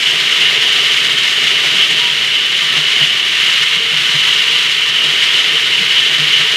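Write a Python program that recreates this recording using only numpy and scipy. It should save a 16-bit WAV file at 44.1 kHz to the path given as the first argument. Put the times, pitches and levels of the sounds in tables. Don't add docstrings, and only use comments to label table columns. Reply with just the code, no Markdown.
import sys
import numpy as np
from scipy import signal
from scipy.fft import rfft, irfft
from scipy.io import wavfile
from scipy.ndimage import uniform_filter1d, minimum_filter1d

SR = 44100
rng = np.random.default_rng(int(sys.argv[2]) if len(sys.argv) > 2 else 0)


def log_audio(samples):
    frames = np.atleast_2d(samples).T
    limited = np.clip(frames, -1, 1)
    pcm = np.round(limited * 32767).astype(np.int16)
    wavfile.write(sys.argv[1], SR, pcm)


N = 289296
TIME = np.arange(N) / SR


def gain_of(db):
    return 10 ** (np.asarray(db) / 20)


def unit_rms(x):
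    return x / np.sqrt(np.mean(x ** 2) + 1e-20)


def add(mix, start_s, sound):
    part = mix[round(start_s * SR):][:len(sound)]
    part += sound[:len(part)]


def follow(table):
    return np.interp(TIME, *np.transpose(table))


def wander(top_hz):
    hz = np.fft.rfftfreq(N, 1 / SR)
    return unit_rms(irfft(rfft(rng.standard_normal(N)) / (1 + (hz / top_hz) ** 2), N))


def ring(x, colour, modes=(), size=16384):
    hz = abs(np.fft.fftfreq(size, 1 / SR))
    knots_hz, db = np.transpose(colour)
    gain = gain_of(np.interp(np.log(hz + 1), np.log(knots_hz), db))
    gain /= 1 + (hz / (2 * knots_hz[-1])) ** 4
    for centre_hz, width_hz, lift_db in modes:
        gain *= np.sqrt(1 + (gain_of(lift_db) ** 2 - 1) / (1 + (2 * (hz - centre_hz) / width_hz) ** 2))
    spectrum = np.exp(signal.hilbert(np.log(gain + 1e-6)).conj())
    response = np.fft.ifft(spectrum).real[:size // 2]
    return unit_rms(signal.oaconvolve(x, response)[:len(x)])


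def impacts(per_s, spread_db):
    strength = gain_of(spread_db * np.minimum(rng.exponential(1, N), 5))
    return strength * rng.choice([-1, 1], N) * (rng.random(N) < per_s / SR)


# freq_hz, level_db
PATTER_COLOUR = [(500, -33.5), (900, -22.5), (1020, -14.5), (1400, -12), (1720, -7.5), (2050, -0.2),
                 (2450, -2.5), (3550, -2.5), (4050, -6), (4700, -12.5), (5500, -19), (7500, -35)]
# centre_hz, width_hz, lift_db
SHELL_MODES = [(963, 6.9, 11), (1183.5, 11.3, 8.5), (1299, 17, 8.5), (1478, 63, 4.5), (1610, 39, 3),
               (1813, 28, 7.5), (2153, 27, 4), (2293, 30, 3.5), (3310, 23, 0.5), (3460, 50, 4),
               (3836, 50, 4), (4100, 80, 1.5), (4410, 37, 1)]


def patter(avalanche):
    blows = impacts(per_s=7000, spread_db=2.0) * gain_of(0.5 * avalanche)
    return ring(blows, PATTER_COLOUR, SHELL_MODES)


# freq_hz, level_db
HOLLOW_COLOUR = [(1500, -43), (2400, -19), (2650, -4), (2850, 1), (3080, 2.5), (3280, -3.5), (3700, -15),
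                 (5000, -38)]
# centre_hz, width_hz, lift_db
AIR_MODES = [(2984, 58, 4.2), (2870, 36, 2.8), (3310, 55, 1.8)]


def hollow(avalanche):
    flutter_db = 0.23 * avalanche + 0.35 * wander(top_hz=20)
    blows = impacts(per_s=8000, spread_db=2.0) * gain_of(flutter_db)
    return ring(blows, HOLLOW_COLOUR, AIR_MODES)


def wall_echoes(x, t60_s, size=2048):
    tail = rng.standard_normal(size) * gain_of(-60 * np.arange(size) / SR / t60_s)
    energy = signal.oaconvolve(x ** 2, tail ** 2 / np.sum(tail ** 2))[:N]
    return x + np.sqrt(abs(energy)) * rng.standard_normal(N)


# freq_hz, level_db
SLIDE_COLOUR = [(1500, -34), (3500, 0), (4800, 0.5), (5700, -2), (6500, -3), (7500, -7.5), (10000, -14.5),
                (12200, -19), (14000, -27), (15700, -55)]
# time_s, gain_db
SLIDE_TRIM = [(0, 2), (0.5, -0.7), (1.0, 1.3), (1.85, 0.5), (2.1, 0.2), (6.56, -0.3)]


def sliding(avalanche):
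    flutter_db = 0.92 * avalanche + 0.2 * wander(top_hz=30)
    ticks = impacts(per_s=16000, spread_db=1.1) * gain_of(flutter_db)
    return gain_of(follow(SLIDE_TRIM)) * ring(wall_echoes(ticks, t60_s=0.022), SLIDE_COLOUR)


# middle_s, length_s, lift_db
CLUMP_FALLS = [(0.444, 0.079, 3), (1.82, 0.084, 4), (2.073, 0.14, 2.5), (2.354, 0.04, 3.5),
               (3.028, 0.08, 3), (4.825, 0.042, 2.5), (5.396, 0.05, 3.5), (5.983, 0.085, 5.5),
               (6.324, 0.055, 3)]


def clumps():
    total_db = np.zeros(N)
    for middle_s, length_s, lift_db in CLUMP_FALLS:
        total_db += lift_db * np.cos(np.pi * np.clip((TIME - middle_s) / length_s, -.5, .5))
    return total_db


# time_s, flow_db
HEAP_FLOW = [(0, 0), (0.45, 1), (1.45, 0.54), (1.77, 1), (2.18, -1.5), (2.52, -1.5), (2.7, -0.1),
             (3.05, 0.5), (3.24, -1.8), (3.55, 1.9), (3.88, -2.1), (4.08, 0.9), (4.33, 1.1), (4.93, -1.1),
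             (5.25, 1.3), (5.78, -0.3), (5.98, 0.2), (6.56, 1)]


def pellets():
    avalanche = wander(top_hz=39.8)
    flow_db = follow(HEAP_FLOW) + 0.59 * wander(top_hz=20)
    clump_db = clumps()
    contact_db = 0.93 * flow_db + 0.38 * clump_db
    steel = gain_of(-16 + contact_db) * patter(avalanche)
    air = gain_of(-15 + 0.62 * flow_db + clump_db) * hollow(avalanche)
    hiss = gain_of(-26.5 + contact_db) * sliding(avalanche)
    return steel + air + hiss


# freq_hz, level_db
STAND_COLOUR = [(20, -24), (50, -39), (78, -23), (122, 0.5), (190, 2.5), (290, -0.5), (420, 5), (505, -1),
                (750, 2.5), (900, -4.5), (1600, -22.5)]
# centre_hz, width_hz, lift_db
RUMBLE_MODES = [(147.8, 11, 9.4), (246, 13, 3.4), (321, 9, 3.6), (399, 87, 4), (431, 11, 3.9),
                (534, 13, 4.3), (626, 27, 3.5)]
# time_s, level_db
DRIVE_LOAD = [(0, -36.5), (0.4, -32), (0.7, -34.5), (1.9, -34.5), (2.5, -36.5), (3.45, -36), (3.75, -40),
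              (4.1, -36.5), (4.85, -38.5), (5.1, -35), (6.56, -34.5)]


def drive_rumble(bass_hz=184, bass_db=-33.5):
    shake = rng.standard_normal(N) * gain_of(1.6 * wander(top_hz=22.1))
    stand = ring(shake, STAND_COLOUR, RUMBLE_MODES)
    bass = signal.sosfiltfilt(signal.butter(3, bass_hz, fs=SR, output="sos"), stand)
    return gain_of(bass_db) * bass + gain_of(follow(DRIVE_LOAD)) * (stand - bass)


# time_s, level_db
WHINE_LEVEL = [(0, -51), (0.5, -44), (1.4, -46), (2.5, -47), (3.68, -51), (3.82, -35), (3.96, -46),
               (4.38, -52), (4.49, -35), (4.62, -49), (5.05, -42), (6.56, -42.5)]


def motor_whine(pitch_hz=458):
    cycles = np.cumsum(pitch_hz + 5 * wander(top_hz=18.6)) / SR
    tone = unit_rms(np.sin(2 * np.pi * cycles) * gain_of(4.0 * wander(top_hz=22)))
    return gain_of(follow(WHINE_LEVEL)) * tone


# freq_hz, level_db
MOUNT_COLOUR = [(60, -42), (100, -26), (220, 2), (500, -4), (800, -5.5), (1300, -15)]
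# centre_hz, width_hz, lift_db
MOUNT_MODES = [(380, 46, 4.5), (670, 54, 12)]
# start_s, boom_db, pitch_hz, t60_s, clack_db
BUMPS = [(1.640, -31, 150, 0.25, -24), (1.732, -27.5, 187, 0.12, -29), (2.612, -34, 174, 0.13, -34),
         (2.762, -28.5, 152, 0.28, -26.5), (3.001, -24, 145, 0.17, -28), (3.749, -33, 183, 0.17, -46),
         (3.918, -29, 155.6, .34, -28), (4.134, -21.5, 145, 0.14, -38), (5.035, -29.5, 151.2, 0.52, -27.5),
         (5.792, -26.5, 186, 0.099, -34), (6.178, -23.5, 149.6, 0.4, -33), (6.388, -29, 159, 0.12, -47)]


def knocks(rise_s=0.026):
    out, t = np.zeros(N), np.arange(SR // 2) / SR
    for start_s, boom_db, pitch_hz, t60_s, clack_db in BUMPS:
        swell = np.sin(np.pi / 2 * np.minimum(t / rise_s, 1)) ** 2
        decay = gain_of(-60 * np.maximum(t - rise_s, 0) / t60_s)
        boom = swell * decay * np.sin(2 * np.pi * pitch_hz * t)
        rattle = ring(rng.standard_normal(len(t)), MOUNT_COLOUR, MOUNT_MODES)
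        clack = rattle * (1 - np.exp(-t / 0.0014)) * np.exp(-t / 0.021)
        add(out, start_s, gain_of(boom_db) * boom + gain_of(clack_db) * clack)
    return out


# start_s, length_s, peak_db
SHELL_SWELLS = [(1.967, 0.15, -31), (4.25, 0.056, -33), (5.314, 0.15, -36)]


def singing():
    out, pitch_hz = np.zeros(N), SHELL_MODES[0][0]
    for start_s, length_s, peak_db in SHELL_SWELLS:
        t = np.arange(round(length_s * SR)) / SR
        arch = gain_of(peak_db) * np.sin(np.pi * t / length_s)
        add(out, start_s, arch * np.sin(2 * np.pi * pitch_hz * t))
    return out


def scene():
    mono = pellets() + drive_rumble() + motor_whine() + knocks() + singing()
    return np.array([mono, mono])


def record(dry):
    heard = signal.sosfilt(signal.butter(2, 45, "highpass", fs=SR, output="sos"), dry)
    allowed_gain = 1 / np.maximum(abs(heard), 1)
    limited = heard * uniform_filter1d(minimum_filter1d(allowed_gain, size=201), size=201)
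    lowpass = signal.firwin(1023, 15750, window=("kaiser", 9), fs=SR)
    return signal.oaconvolve(limited, lowpass[None], "same")


dry = scene()
out = record(dry)
log_audio(out)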